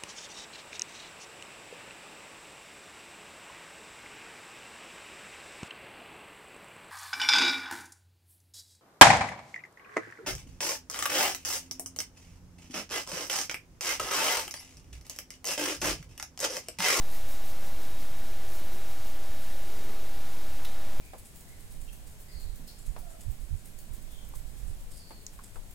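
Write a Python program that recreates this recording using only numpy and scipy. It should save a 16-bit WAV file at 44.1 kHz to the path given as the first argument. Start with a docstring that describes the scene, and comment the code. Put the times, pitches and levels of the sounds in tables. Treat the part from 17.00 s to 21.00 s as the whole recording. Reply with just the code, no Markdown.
"""A quiet room, where someone a few metres away rubs sanitiser into their hands. Skin slips on skin in
soft strokes, about six a second, each a bright hiss over a duller palm rub. Cloth rustles low twice as
the arms move, and the wet palms give one small smack: a crackle and the ring of an air pocket.
A fan hums over the room air, and the recorder adds its own hiss, low flutter and a thin whine."""
import sys
import numpy as np
from scipy import signal
from scipy.fft import rfft, irfft
from scipy.io import wavfile
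from scipy.ndimage import uniform_filter1d

SR = 44100
rng = np.random.default_rng(int(sys.argv[2]) if len(sys.argv) > 2 else 0)


def to_wav(s):
    """Save 16-bit WAV."""
    ch = np.atleast_2d(s).T  # columns
    pcm = np.round(np.clip(ch, -1, 1) * 32767)  # PCM
    wavfile.write(sys.argv[1], SR, pcm.astype(np.int16))


N = 176400


def undb(db):
    """Decibels to gain."""
    return 10 ** (np.asarray(db) / 20)


def unit(x):
    """Scale to rms 1."""
    return x / np.sqrt(np.mean(x ** 2) + 1e-30)


def colour(x, points):
    """EQ through (freq_hz, gain_db) points, falling 20 dB an octave beyond both ends; rms 1."""
    hz, db = np.array(points, float).T
    octave = np.log2(np.maximum(np.fft.rfftfreq(N, 1 / SR), .1))
    outside = np.maximum(np.log2(hz[0]) - octave, 0) + np.maximum(octave - np.log2(hz[-1]), 0)
    gain = undb(np.interp(octave, np.log2(hz), db) - 20 * outside)
    return unit(irfft(rfft(x) * gain, N))


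def noise():
    """White noise."""
    return rng.standard_normal(N)


def walk(rate_hz):
    """Smooth random modulation with a spread near 1."""
    hold = int(SR / rate_hz)
    steps = np.repeat(rng.standard_normal(N // hold + 1), hold)
    return 1.3 * uniform_filter1d(uniform_filter1d(steps, hold), hold)[:N]


def tone(hz):
    """A sine of rms 1 on a moving pitch."""
    return np.sqrt(2) * np.sin(2 * np.pi * (np.cumsum(hz) / SR + rng.random()))


def slide(t, peak_s, length_s):
    """Speed of one movement: it swells and slows again."""
    return np.exp(-2 * ((t - peak_s) / length_s * 1.54) ** 2)


def friction(slips_per_s=5000, spread_db=4.5):
    """The grain of rubbing surfaces: dense tiny slips of uneven size."""
    slips = rng.random(N) < slips_per_s / SR
    return slips * np.sign(noise()) * undb(spread_db * np.minimum(rng.exponential(size=N), 4))


def hands(t):
    """Each stroke drives a bright hiss of skin and a duller rub of the palms, loudest when fastest."""
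    # strokes of skin on skin: peak_s, length_s, level_db, palm_offset_db
    strokes = [(0.045, 0.068, -8, 0), (0.15, 0.11, 1, 1.5), (0.313, 0.1, 0, 3), (.478, 0.12, -2, 2),
               (0.654, 0.095, -3, 4), (.83, 0.075, -4.5, 4), (1.012, .06, -4, 5), (1.185, 0.054, -6, 3),
               (1.268, 0.064, -9, 8), (1.55, 0.16, -1.5, 0), (1.744, 0.067, -2, 3), (1.9, 0.057, -3, -2),
               (2.083, .11, -5, -1), (2.226, .07, -9, 5), (2.43, 0.11, -6, -1), (2.777, 0.43, -9, 6)]
    # bright colour of sliding skin: freq_hz, gain_db
    skin_eq = [(2000, -38), (5000, -9), (8500, -5.5), (11500, 2.5), (14500, 5), (16000, 4)]
    # duller colour of the palms: freq_hz, gain_db
    palm_eq = [(500, 7), (1500, -4.5), (3500, -4.5), (6000, -1.5), (9000, -5.5), (15000, -9)]
    skin_env = sum(undb(db) * slide(t, peak, length) for peak, length, db, _ in strokes)
    palm_env = sum(undb(db + offset) * slide(t, peak, length) for peak, length, db, offset in strokes)
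    skin = undb(-51) * skin_env * colour(friction(), skin_eq)
    palms = undb(-56.5) * palm_env * colour(friction(), palm_eq)
    return skin + palms


def smack(t, start_s=3.647):
    """Wet palms part: a brief crackle, then the ring of a small air pocket."""
    # colour of the wet crackle: freq_hz, gain_db
    crackle_eq = [(300, -14), (1500, -12), (2500, -6.5), (3500, -12), (5200, -8), (8000, -14), (12000, -11),
                  (16000, -15)]
    attack_s, hold_s, decay_s = .002, .0064, .0048
    ring_hz, waver_hz, ring_delay_s, ring_decay_s = 3730, 80, .0066, .0038
    age = t - start_s
    burst = np.clip(age / attack_s, 0, 1) * np.exp(-np.maximum(age - hold_s, 0) / decay_s)
    ring_age = age - ring_delay_s
    ring_env = (ring_age > 0) * np.exp(-np.abs(ring_age) / ring_decay_s)
    ring = ring_env * tone(ring_hz + waver_hz * walk(800))
    return undb(-41.5) * burst * colour(friction(), crackle_eq) + undb(-39.5) * ring


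def cloth(t):
    """A tunic rustles low as the arms move."""
    # arm movements: peak_s, length_s, level_db
    rustles = [(1.652, 0.53, -56.5), (2.834, 0.48, -53.5)]
    # soft, low colour of rubbing fabric: freq_hz, gain_db
    cloth_eq = [(100, -14), (230, -6.5), (380, 6.5), (550, -8.5), (1000, -11.5), (2000, -15), (4000, -19),
                (12000, -41)]
    swells = sum(undb(db) * slide(t, peak, length) for peak, length, db in rustles)
    return swells * colour(friction(), cloth_eq)


def room(x, t, t60_s=.41, predelay_s=.005, wet_db=-5):
    """Direct sound plus a short diffuse tail off the walls, duller in the high treble."""
    # colour of the reflections: freq_hz, gain_db
    wall_eq = [(100, -5), (5000, -1), (9000, -1), (16000, -13)]
    tail = colour(noise(), wall_eq) * np.exp(-np.log(1000) * t / t60_s) * (t > predelay_s)
    return x + undb(wet_db) * signal.fftconvolve(x, tail / np.linalg.norm(tail))[:N]


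def fan(blade_hz=788.3, drift=.0014, flutter_db=1.6):
    """One clear blade tone among weaker resonances that waver in pitch and level."""
    # fan resonances: pitch_hz, wander_hz, level_db
    resonances = [(272, 5, -65.5), (555, 2.5, -64), (626, 3, -61), (993, 5, -72.5), (1393, 3, -73),
                  (1576, 5, -75)]
    hum = tone(blade_hz * (1 + drift * walk(4.62))) * undb(-58.5 - .34 * walk(7.73))
    for hz, wander, db in resonances:
        wavering = tone(hz + wander * walk(14)) * undb(flutter_db * walk(10))
        hum += undb(db) * unit(wavering)
    return hum


def air(side_corner_hz=48):
    """Steady room noise, the same on both sides except in the deep bass."""
    # bass-heavy room tone: freq_hz, gain_db
    air_eq = [(20, 1.5), (45, -10), (85, -13.5), (120, -17.5), (180, -21.5), (300, -24), (450, -26),
              (650, -26.5), (800, -28.5), (1050, -29), (1300, -30), (1900, -30.5), (2500, -39)]
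    freq_hz = np.fft.rfftfreq(N, 1 / SR)
    side = irfft(rfft(colour(noise(), air_eq)) / np.hypot(1, freq_hz / side_corner_hz), N)
    mid = colour(noise(), air_eq)
    return undb(-43) * (mid + undb(-24) * side * np.array([[1], [-1]]))


def electronics(flicker_db=.3, waver_db=1.4):
    """The recorder's own noise: hiss, thin wavering whines and a slow flutter below the bass."""
    # colour of the hiss: freq_hz, gain_db
    hiss_eq = [(1500, -30), (2200, -0.5), (2700, 0), (4000, -1.3), (6000, -3), (9000, -4.5), (13000, -5),
               (15500, -6)]
    # whines of the circuitry: pitch_hz, wander_hz, level_db
    whines = [(3419, 4, -76), (3794.5, 1.5, -67.3), (4173, 2, -77), (4640, 5, -77.5), (10988, 2, -79),
              (13815, 15, -63.5)]
    # colour of the subsonic flutter: freq_hz, gain_db
    flutter_eq = [(1, -31), (5, 1), (12, -6), (16, -11), (22, -12), (50, -72)]
    hiss = undb(-51.5 + flicker_db * walk(12)) * colour(noise(), hiss_eq)
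    whine = sum(undb(db + waver_db * walk(7.9)) * tone(hz + wander * walk(15))
                for hz, wander, db in whines)
    flutter = undb(-48.5) * colour(noise(), flutter_eq)
    return hiss + whine + flutter


def scene():
    """Hands and cloth in the room, over a steady bed of fan, electronics and air."""
    t = np.arange(N) / SR
    return room(hands(t) + cloth(t) + smack(t), t) + fan() + electronics() + air()


def record(dry, cutoff_hz=15650):
    """The recorder cuts the top steeply and rests a little off zero."""
    dc_offset = np.array([[.107], [.0964]])  # left, right
    lowpass = signal.ellip(12, .1, 80, cutoff_hz, fs=SR, output="sos")
    return signal.sosfilt(lowpass, dry) + dc_offset


dry = scene()
out = record(dry)
to_wav(out)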